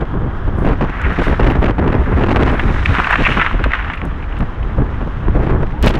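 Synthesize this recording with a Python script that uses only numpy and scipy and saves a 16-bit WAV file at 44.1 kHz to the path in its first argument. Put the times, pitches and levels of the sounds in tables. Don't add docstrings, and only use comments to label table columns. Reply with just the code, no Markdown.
import sys
import numpy as np
from scipy import signal
from scipy.fft import rfft, irfft, next_fast_len
from scipy.io import wavfile
from scipy.ndimage import uniform_filter1d, minimum_filter1d, map_coordinates

SR = 44100
rng = np.random.default_rng(int(sys.argv[2]) if len(sys.argv) > 2 else 0)


def wav_out(sig):
    wavfile.write(sys.argv[1], SR, np.round(np.clip(np.atleast_2d(sig).T, -1, 1) * 32767).astype(np.int16))


N = 264284
T = np.arange(N) / SR

# time_s, crunch_db, spray_db, hardness_db (relative to crunch)
SNOW = [(0.0, -35.5, -71, -20), (0.6, -34, -65, -29), (1.05, -24, -60, -17), (1.3, -24, -49, -9),
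        (1.37, -28.5, -58.5, -15), (1.48, -27, -57, -16.5), (1.74, -30.5, -67, -19),
        (1.92, -28, -64.5, -26), (2.19, -27, -58, -16), (2.33, -29.5, -58, -14.5), (2.6, -25, -55.5, -19),
        (2.87, -24, -48, -14), (3.07, -19, -48.5, -17), (3.22, -22, -48, -5.5), (3.33, -22, -45.5, -4),
        (3.47, -23.5, -55, -8.5), (3.58, -29, -62, -7.5), (3.82, -25, -62, -9.5), (4.04, -32, -64, -12.5),
        (5.46, -33, -62.5, -11), (5.78, -35, -64, -10), (5.99, -29.5, -55, -6)]
# frequency_hz, relative level_db
CRACKLE = [(300, -18), (900, -2), (1800, 0), (2700, -5), (3500, -15), (5000, -27), (8000, -39.5),
           (11000, -50), (15000, -64)]
# frequency_hz, relative level_db
CLACK = [(300, -26), (750, -5), (1200, 0), (2700, 0), (3400, -7), (4600, -26), (9000, -44), (16000, -64)]


def amp(db):
    return 10 ** (np.asarray(db) / 20)


def unit(x):
    return x / np.sqrt(np.mean(x ** 2) + 1e-20)


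def curves(rows):
    s, *cols = np.transpose(rows)
    return [np.interp(T, s, c) for c in cols]


def wobble(rate):
    knots = rng.standard_normal(int(N * rate / SR) + 4)
    return map_coordinates(knots, [T * rate])


def coloured(x, spectrum):
    m = 2 * next_fast_len(len(x) // 2 + 4096)
    hz, db = np.transpose(spectrum)
    log_hz = np.log(np.fft.rfftfreq(m, 1 / SR) + 1)
    gain = amp(np.interp(log_hz, np.log(hz), db))
    cepstrum = irfft(np.log(gain), m)
    cepstrum[1:m // 2] *= 2
    cepstrum[m // 2 + 1:] = 0
    return irfft(rfft(x, m) * np.exp(rfft(cepstrum)), m)[:len(x)]


def noise(spectrum):
    return unit(coloured(rng.standard_normal(N), spectrum))


def envelope(x, span):
    size = max(int(span * SR), 1)
    power = uniform_filter1d(uniform_filter1d(x ** 2, size), size)
    return np.sqrt(np.abs(power) + 1e-12)


def even(x, span):
    return x / envelope(x, span)


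def pulses(rate, scatter_db):
    hits = rng.random(N) < rate / SR
    sign = rng.choice([-1, 1], N)
    return hits * sign * amp(scatter_db * rng.standard_normal(N))


def bursts(rows, rise, fall):
    t, power = T[::16], 0
    for start, end, db in rows:
        before, after = np.maximum(start - t, 0), np.maximum(t - end, 0)
        power = power + (amp(db) * np.exp(-before / rise - after / fall)) ** 2
    return np.interp(T, t, np.sqrt(power))


def add(track, s, sound):
    part = track[max(round(s * SR), 0):][:len(sound)]
    part += sound[:len(part)]


def wind():
    # start_s, end_s, strength_db, edge_db (below 0 a dull thump, above 0 a tearing slap)
    gusts = [(0.008, 0.013, -25, 8), (0.018, 0.032, -21, -7), (0.14, 0.149, -22.5, -15),
             (0.163, 0.179, -26.5, -17), (0.218, 0.217, -20, -14), (0.236, 0.282, -25.5, -14),
             (0.479, 0.487, -20, -5), (0.577, 0.591, -23, -10), (0.619, 0.631, -22, -16),
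             (0.647, 0.693, -17, 0.5), (0.695, 0.706, -16, -1.5), (0.711, 0.737, -20, -0.5),
             (0.81, 0.832, -16, 2), (0.839, 0.85, -20, 2.5), (0.895, 0.901, -23, 7),
             (1.052, 1.134, -25.5, -1), (1.184, 1.191, -14, 5.5), (1.195, 1.198, -14.5, 6),
             (1.211, 1.221, -15, 3), (1.269, 1.303, -18.5, 1), (1.313, 1.312, -17, 6),
             (1.324, 1.334, -16.5, -9), (1.396, 1.412, -13, 3.5), (1.427, 1.456, -18, 7.5),
             (1.463, 1.469, -18, 5), (1.469, 1.475, -15.5, 11), (1.478, 1.491, -16, 0.5),
             (1.501, 1.522, -16.5, 6), (1.551, 1.568, -17, 3), (1.589, 1.587, -17, -9),
             (1.621, 1.635, -16, 4), (1.635, 1.646, -15.5, 7.5), (1.657, 1.669, -17.5, 9.5),
             (1.681, 1.71, -16, 3), (1.784, 1.799, -15, 1), (1.813, 1.849, -19, -4.5),
             (1.857, 1.873, -17.5, -6.5), (1.874, 1.887, -17, 4), (1.899, 1.905, -19, -2),
             (1.924, 1.931, -17.5, 7), (1.942, 1.959, -15, 1), (1.967, 2.028, -23, -7),
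             (2.069, 2.1, -23, -7), (2.115, 2.139, -20.5, -5), (2.167, 2.232, -17.5, 0.5),
             (2.237, 2.242, -13.5, 5.5), (2.265, 2.27, -17, 8), (2.285, 2.312, -16.5, 6),
             (2.314, 2.328, -13.5, 7), (2.349, 2.358, -16.5, -2), (2.361, 2.368, -13, 13),
             (2.369, 2.374, -13.5, 7.5), (2.395, 2.419, -15, 2), (2.424, 2.434, -13, 8),
             (2.455, 2.505, -17.5, 8), (2.518, 2.551, -18.5, 1.5), (2.63, 2.711, -22.5, -4),
             (2.892, 2.945, -25, -8), (2.985, 3.001, -21, -8), (3.19, 3.221, -18, -4),
             (3.284, 3.319, -23.5, -14), (3.368, 3.393, -21, -9), (3.544, 3.547, -18, -0.5),
             (3.599, 3.615, -23, -4), (3.659, 3.669, -20, -0.5), (4.024, 4.077, -27.5, -10),
             (4.404, 4.432, -23.5, -15), (4.782, 4.823, -22.5, -24.5), (5.009, 5.03, -25, -3),
             (5.073, 5.077, -25.5, -4), (5.282, 5.285, -16, -5.5), (5.348, 5.373, -17.5, -5.5),
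             (5.393, 5.415, -21.5, -4.5), (5.421, 5.45, -21, 1), (5.466, 5.474, -17, 1.5),
             (5.491, 5.515, -18, -0.5), (5.524, 5.566, -21, -10), (5.608, 5.605, -22, -24.5),
             (5.63, 5.635, -16, -0.5), (5.834, 5.867, -15.5, 3), (5.868, 5.869, -7.5, -1),
             (5.902, 5.904, -14.5, -3), (5.94, 5.962, -19.5, 6), (5.971, 5.98, -22, 5)]
    # time_s, level_db
    push_between = [(0.0, -23), (0.2, -22), (0.55, -18.5), (0.9, -20.5), (1.28, -24.5), (1.48, -17),
                    (1.75, -23), (2.05, -20.5), (2.43, -18), (2.74, -13), (2.99, -25.5), (3.52, -22),
                    (3.85, -30), (4.15, -25), (4.65, -22.5), (5.15, -20.5), (5.37, -15.5), (5.72, -20),
                    (5.87, -18.5), (5.99, -16.5)]
    # frequency_hz, relative level_db
    swing_spectrum = [(8, -41), (20, 6), (32, -2), (55, -3), (80, -5), (125, -12), (200, -18), (400, -40.5),
                      (1000, -81), (3000, -120)]
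    thump_spectrum = [(30, -29.5), (80, -11.5), (130, 2), (190, -4), (270, -16), (450, -21), (1200, -57.5),
                      (4000, -93.5)]
    flutter_spectrum = [(40, -26.5), (150, -6.5), (260, 1), (370, -2), (600, -8.5), (1000, -12.5),
                        (1700, -20.5), (2700, -39.5), (4300, -73), (9000, -76), (16000, -86)]

    start, end, strength_db, edge_db = np.transpose(gusts)
    thump_db = strength_db - 0.45 * edge_db
    shove = bursts(zip(start, end, thump_db - 3), rise=.017, fall=0.04)
    steady = amp(curves(push_between)[0] + 1.5 * wobble(9.9))
    swing = np.sqrt(steady ** 2 + shove ** 2)
    rumble = swing * even(noise(swing_spectrum), span=0.058)

    thump_gain = bursts(zip(start, end, thump_db - 2), rise=0.0069, fall=0.01)
    thump = thump_gain * even(noise(thump_spectrum), span=0.02)

    eddies = even(coloured(pulses(rate=1500, scatter_db=4), flutter_spectrum), span=0.014)
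    push = bursts(zip(start, end, strength_db + 1.34), rise=0.002, fall=0.007)
    puffs = amp(-12.5 + 1.9 * wobble(15)) * swing
    flutter = np.hypot(push, puffs) * eddies

    slaps = envelope(eddies, span=.0025) ** 2
    sputter = even(coloured(pulses(rate=4000, scatter_db=3.5), CRACKLE), span=.005)
    edge = bursts(zip(start, end, strength_db - 14.5 + edge_db), rise=0.0013, fall=0.0025)
    crackle = edge * even(slaps * sputter, span=0.0071)
    return rumble + thump + flutter + crackle


def surges():
    # centre_s, level_db (before the overall trim), swing_hz (before it wanders)
    eddy_rows = [(.12, -18, 49.8), (.47, -12, 43.87), (.69, -11.5, 39), (1.07, -10.5, 52), (1.2, -20, 40),
                 (1.3, -13.5, 41), (1.45, -9.5, 55.66), (1.6, -12, 40), (1.68, -16, 53), (1.78, -15, 51.9),
                 (2.0, -12, 47), (2.08, -14, 43), (2.17, -13, 62.85), (2.46, -14.5, 51), (2.56, -12, 34.93),
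                 (2.68, -13, 55.2), (2.8, -14.5, 48.2), (2.91, -10, 59), (3.12, -17, 44.86),
                 (3.23, -17, 42.9), (3.29, -16.5, 34), (3.56, -11.5, 36.5), (3.66, -11.5, 46.9),
                 (3.81, -19, 49), (4.08, -19, 61.1), (4.27, -15, 40), (4.42, -20, 50.04),
                 (4.64, -15.5, 48.7), (5.29, -12.5, 36), (5.39, -12, 48), (5.53, -14, 46.2),
                 (5.83, -9.5, 56)]
    width_s, wander, trim_db = 0.025, .3, -0.9
    total = np.zeros(N)
    clock = np.cumsum(np.exp(wander * wobble(70))) / SR
    for (s, db, hz), turn in zip(eddy_rows, rng.random(len(eddy_rows))):
        near = np.abs(T - s) < .15
        passing = np.exp(-.5 * ((T[near] - s) / width_s) ** 2)
        rocking = np.sin(2 * np.pi * (hz * clock[near] + turn))
        total[near] += np.sqrt(2) * amp(db + trim_db) * passing * rocking
    return total


def blast():
    # start_s, end_s, level_db (before the overall lift)
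    hiss_rows = [(5.83, 5.838, -30), (5.842, 5.847, -28.5), (5.851, 5.866, -32), (5.869, 5.883, -22),
                 (5.889, 5.903, -36), (5.906, 5.909, -28.5), (5.94, 5.944, -35.5), (5.952, 5.957, -32.5)]
    # time_s, peak_db
    pop_rows = [(5.827, -6.5), (5.863, -7.5), (5.882, -19), (5.8928, -13.5)]
    # frequency_hz, relative level_db
    tear_spectrum = [(500, -7), (2000, 2), (3200, -0.5), (5000, -11), (8000, -23), (15500, -36.5)]
    spit = even(coloured(pulses(rate=9000, scatter_db=4), tear_spectrum), span=.006)
    track = amp(4.5) * bursts(hiss_rows, rise=0.00098, fall=0.0025) * spit
    t = np.arange(int(.003 * SR)) / SR
    for s, db in pop_rows:
        add(track, s, amp(db) * np.exp(-t / .00005))
    return track


def snow():
    # frequency_hz, relative level_db
    crunch_spectrum = [(300, -13), (600, -8.5), (900, -0.5), (1400, 5), (1900, 3), (2700, -10), (3500, -22),
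                       (4500, -35), (7000, -45), (15000, -67.5)]
    spray_spectrum = [(2000, -8.5), (3700, 12), (4600, 0), (5600, 0), (7500, -8.5), (9200, -13),
                      (11500, -19), (15000, -35)]
    crunch_db, spray_db, hardness_db = curves(SNOW)

    grains = unit(coloured(pulses(rate=1800, scatter_db=2.5), crunch_spectrum))
    brittle_spectrum = [(1200, -26), (2300, 1.5), (2900, 1), (3700, -15), (4600, -33), (9000, -52)]
    brittle = unit(coloured(pulses(rate=2200, scatter_db=2), brittle_spectrum))
    load = amp(crunch_db + 2)
    opened = load * load / np.hypot(load, amp(-21))
    patchy_db = 1.38 * wobble(29.9) + 1.85 * wobble(110)
    crunch = amp(patchy_db) * opened * (grains + amp(hardness_db) * brittle)

    thrown = amp(spray_db)
    flying = thrown * thrown / np.hypot(thrown, amp(-60.5))
    mist = unit(coloured(pulses(rate=1700, scatter_db=1), spray_spectrum))
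    spray = amp(7 + 1.7 * wobble(32)) * flying * mist

    bits = unit(coloured(pulses(rate=230, scatter_db=5), CRACKLE))
    grit = amp(-51.5 + 4.5 * wobble(17)) * bits
    return crunch + spray + grit


def lumps():
    # break_s, level_db (before the trim), ring_hz,
    # crumble_s (60 dB fall, floored below), snap_db (relative to the lump's level)
    placed_lumps = [(2.594, -7, 1600, 0.055, -30), (2.636, -18, 2400, 0.018, -14),
                    (2.795, -18, 2470, .02, -16), (2.8585, 4, 2370, 0.018, -23),
                    (2.894, -18, 2570, .02, -16.5), (2.9513, -3.5, 1430, 0.01, -28),
                    (2.972, -14, 2300, .02, -18), (2.985, -8, 1870, 0.017, -33), (3.0, 6, 1350, 0.014, -37),
                    (3.044, -8, 2750, 0.031, -24), (3.071, -4, 1450, 0.028, -37),
                    (3.108, -0.5, 1637, 0.025, -30), (3.128, -3, 1280, 0.02, -27),
                    (3.141, -2, 1410, 0.016, -32), (3.156, -3, 1270, 0.03, -27),
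                    (3.238, -10, 2250, 0.035, -26), (3.251, -7.5, 2700, 0.023, -19.5),
                    (3.265, 6.5, 2300, 0.032, -38), (3.289, -8, 1850, 0.023, -32),
                    (3.317, -8.5, 1710, 0.017, -26), (3.323, -10.5, 2634, 0.023, -25),
                    (3.345, -15, 2400, 0.025, -25), (3.371, -7.5, 1290, 0.043, -19.5),
                    (3.397, -4, 1810, 0.031, -30), (3.414, -4, 1800, 0.06, -30),
                    (3.447, -6.5, 1250, 0.055, -30), (3.463, -1, 1700, 0.032, -21),
                    (3.512, -10.5, 1070, 0.018, -33), (3.593, -12, 1320, 0.036, -34),
                    (3.64, -5.5, 1520, 0.058, -17.5), (3.706, -14.5, 1960, 0.04, -30),
                    (3.718, -9, 2000, 0.028, -25), (3.735, 1, 1930, 0.015, -31),
                    (3.742, -5.5, 1500, 0.023, -37), (3.751, -9, 1800, 0.055, -23),
                    (3.846, -13, 1370, 0.025, -33), (3.9, -8.5, 1500, 0.051, -38),
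                    (3.935, -14, 2320, 0.057, -21), (3.976, -19.5, 2500, 0.033, -24),
                    (4.016, -13.5, 1900, 0.017, -35), (4.226, -26, 2620, 0.06, -24),
                    (4.24, -24.5, 2300, 0.04, -22), (4.325, -25, 2960, 0.03, -24),
                    (4.368, -26, 2820, 0.035, -18), (4.629, -25.5, 3000, 0.028, -18)]
    # frequency_hz, relative level_db
    snap_spectrum = [(1500, -20), (2600, -1.5), (3600, 4), (4500, -7), (6500, -19), (9000, -33),
                     (15000, -55)]
    lead_s, lead_db, trim_db = 0.0037, -11.5, -6
    track, early = np.zeros(N), .015
    since = np.arange(int(.075 * SR)) / SR - early
    t, broken = np.maximum(since, 0), since > 0
    for s, db, hz, life, snap_db in list(placed_lumps) + small_lumps(count=7):
        tone = np.sin(2 * np.pi * hz * t)
        ring = tone * amp(-60 * t / 0.009) * (1 - np.exp(-t / 0.00026))
        grains = rng.standard_normal(len(t))
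        grain_ring = (tone * amp(-60 * t / 0.001))[broken]
        tuned = signal.fftconvolve(grains, grain_ring)[:len(t)]

        grinding = amp(lead_db) * np.exp(-np.abs(since) / lead_s)
        crumbling = amp(-60 * t / max(life, .005))
        crushing = np.where(broken, crumbling, grinding)
        crumbs = even(1.4 * grains + 1.26 * unit(tuned), span=0.0037) * crushing
        clack = coloured(ring + 0.69 * crumbs, CLACK)
        snap = coloured(rng.standard_normal(len(t)) * broken * amp(-60 * t / 0.029), snap_spectrum)
        add(track, s - early, amp(db + trim_db) * clack / envelope(clack, span=0.0017).max())
        add(track, s - early, amp(db + snap_db + trim_db) * snap / envelope(snap, span=0.0014).max())
    return track


def small_lumps(count):
    from_s, to_s = 2.4, 3.1
    above_crunch_db, scatter_db = 6, 2
    s = from_s + (to_s - from_s) * (np.arange(count) + rng.random(count)) / count
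    size, pitch = rng.standard_normal((count, 2)).T
    db = np.interp(s, T, curves(SNOW)[0]) + above_crunch_db + scatter_db * size
    ring_hz = 1700 * np.exp(.25 * pitch)
    return list(zip(s, db, ring_hz, np.full(count, .025), np.full(count, -20)))


def scrapes():
    # start_s, end_s, level_db (before the overall lift), pitch_hz (centre)
    scrape_rows = [(1.044, 1.055, -27, 2000), (3.126, 3.139, -15.5, 1413), (3.256, 3.274, -16, 2256),
                   (3.374, 3.38, -19, 1388), (3.397, 3.433, -18, 1797)]
    slip_spectrum = [(400, 0.5), (800, -9), (1400, -15), (3000, -53)]
    slips = coloured(pulses(rate=1500, scatter_db=3), slip_spectrum)
    waver = 1 + .06 * wobble(60)
    start, _, _, hz = np.transpose(scrape_rows)
    current = np.maximum(np.searchsorted(start - .01, T) - 1, 0)
    pitch = hz[current] * waver
    carrier = np.sin(2 * np.pi * np.cumsum(pitch) / SR)
    rasp = even(coloured(slips * carrier, CLACK), span=0.025)
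    return amp(3) * bursts([row[:3] for row in scrape_rows], rise=0.0058, fall=0.0029) * rasp


def ticks():
    # time_s, level_db (before the overall trim), pitch_hz
    tick_rows = [(0.5894, -37.5, 9500), (1.0168, -30, 7000), (1.1312, -42, 9500), (1.2848, -38, 11600),
                 (1.4884, -44.5, 13000), (1.511, -36.5, 11000), (1.6154, -42, 11000), (2.515, -37.5, 8000),
                 (2.858, -26.5, 5500), (2.951, -39, 9000), (2.9994, -31, 9000), (3.1075, -28.5, 9000),
                 (3.6405, -34, 8200), (3.735, -40, 8200), (3.933, -44, 8200), (3.955, -44, 8200),
                 (4.053, -33, 8000), (4.061, -46.5, 8200), (4.3899, -37.5, 8200)]
    # multiple of the tick's pitch [ratio], relative level_db
    tick_spectrum = [(.37, -19), (.73, -8), (1, 1), (1.22, -7.5), (1.83, -15)]
    track, t = np.zeros(N), np.arange(int(0.025 * SR)) / SR
    for s, db, hz in tick_rows:
        own_spectrum = [(hz * ratio, level) for ratio, level in tick_spectrum]
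        tick = coloured(rng.standard_normal(len(t)) * amp(-60 * t / 0.007), own_spectrum)
        add(track, s, amp(db - 9.5) * tick / envelope(tick, span=0.0015).max())
    return track


def swishes():
    # start_s, end_s, level_db
    puff_rows = [(.575, .665, -62.5), (1.215, 1.3, -60.5), (1.76, 2.2, -71), (2.34, 2.68, -66)]
    # frequency_hz, relative level_db
    sizzle_spectrum = [(2000, -19), (5000, -1.5), (7500, -4.5), (10500, 3), (12500, -6.5), (15000, -17)]
    sizzle = unit(coloured(pulses(rate=770, scatter_db=0), sizzle_spectrum))
    return bursts(puff_rows, rise=.008, fall=0.017) * sizzle


def whistle():
    # time_s, pitch_hz, level_db
    glide = [(5.73, 800, -48), (5.742, 820, -33), (5.762, 850, -37), (5.79, 945, -35.5), (5.822, 1000, -43)]
    hz, db = curves(glide)
    phase = 2 * np.pi * np.cumsum(hz * (1 + .009 * wobble(250))) / SR
    sounding = (T > glide[0][0]) * (T < glide[-1][0])
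    return np.sqrt(2) * amp(db + wobble(120)) * sounding * np.sin(phase)


def car():
    # time_s, level_db
    road = [(0, -25), (4.3, -26.5), (5.6, -28), (5.78, -32)]
    # frequency_hz, relative level_db
    tyre_spectrum = [(25, 12.5), (50, 17.5), (150, 6.5), (280, 1), (450, -9), (750, -5), (1150, -1.5),
                     (1700, -8), (2300, -27), (3200, -19), (4300, -36.5), (5500, -40.5), (8000, -50),
                     (15000, -60.5)]
    unevenness_db = .8 * wobble(5) + 1.3 * wobble(25)
    return amp(curves(road)[0] + unevenness_db) * noise(tyre_spectrum)


def scene():
    air = wind() + surges() + blast() + whistle()
    ice = snow() + lumps() + scrapes() + swishes()
    return (air + ice + ticks() + car())[None]


def record(dry):
    ceiling, top_hz = .95, 15900
    needed = np.minimum(1, ceiling / (np.abs(dry) + 1e-9))
    held = minimum_filter1d(needed, size=181)
    gain = uniform_filter1d(uniform_filter1d(held, size=91), size=91)
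    m = next_fast_len(N + 4096)
    in_band = np.fft.rfftfreq(m, 1 / SR) < top_hz
    return irfft(rfft(dry * gain, m) * in_band, m)[:, :N]


dry = scene()
out = record(dry)
wav_out(out)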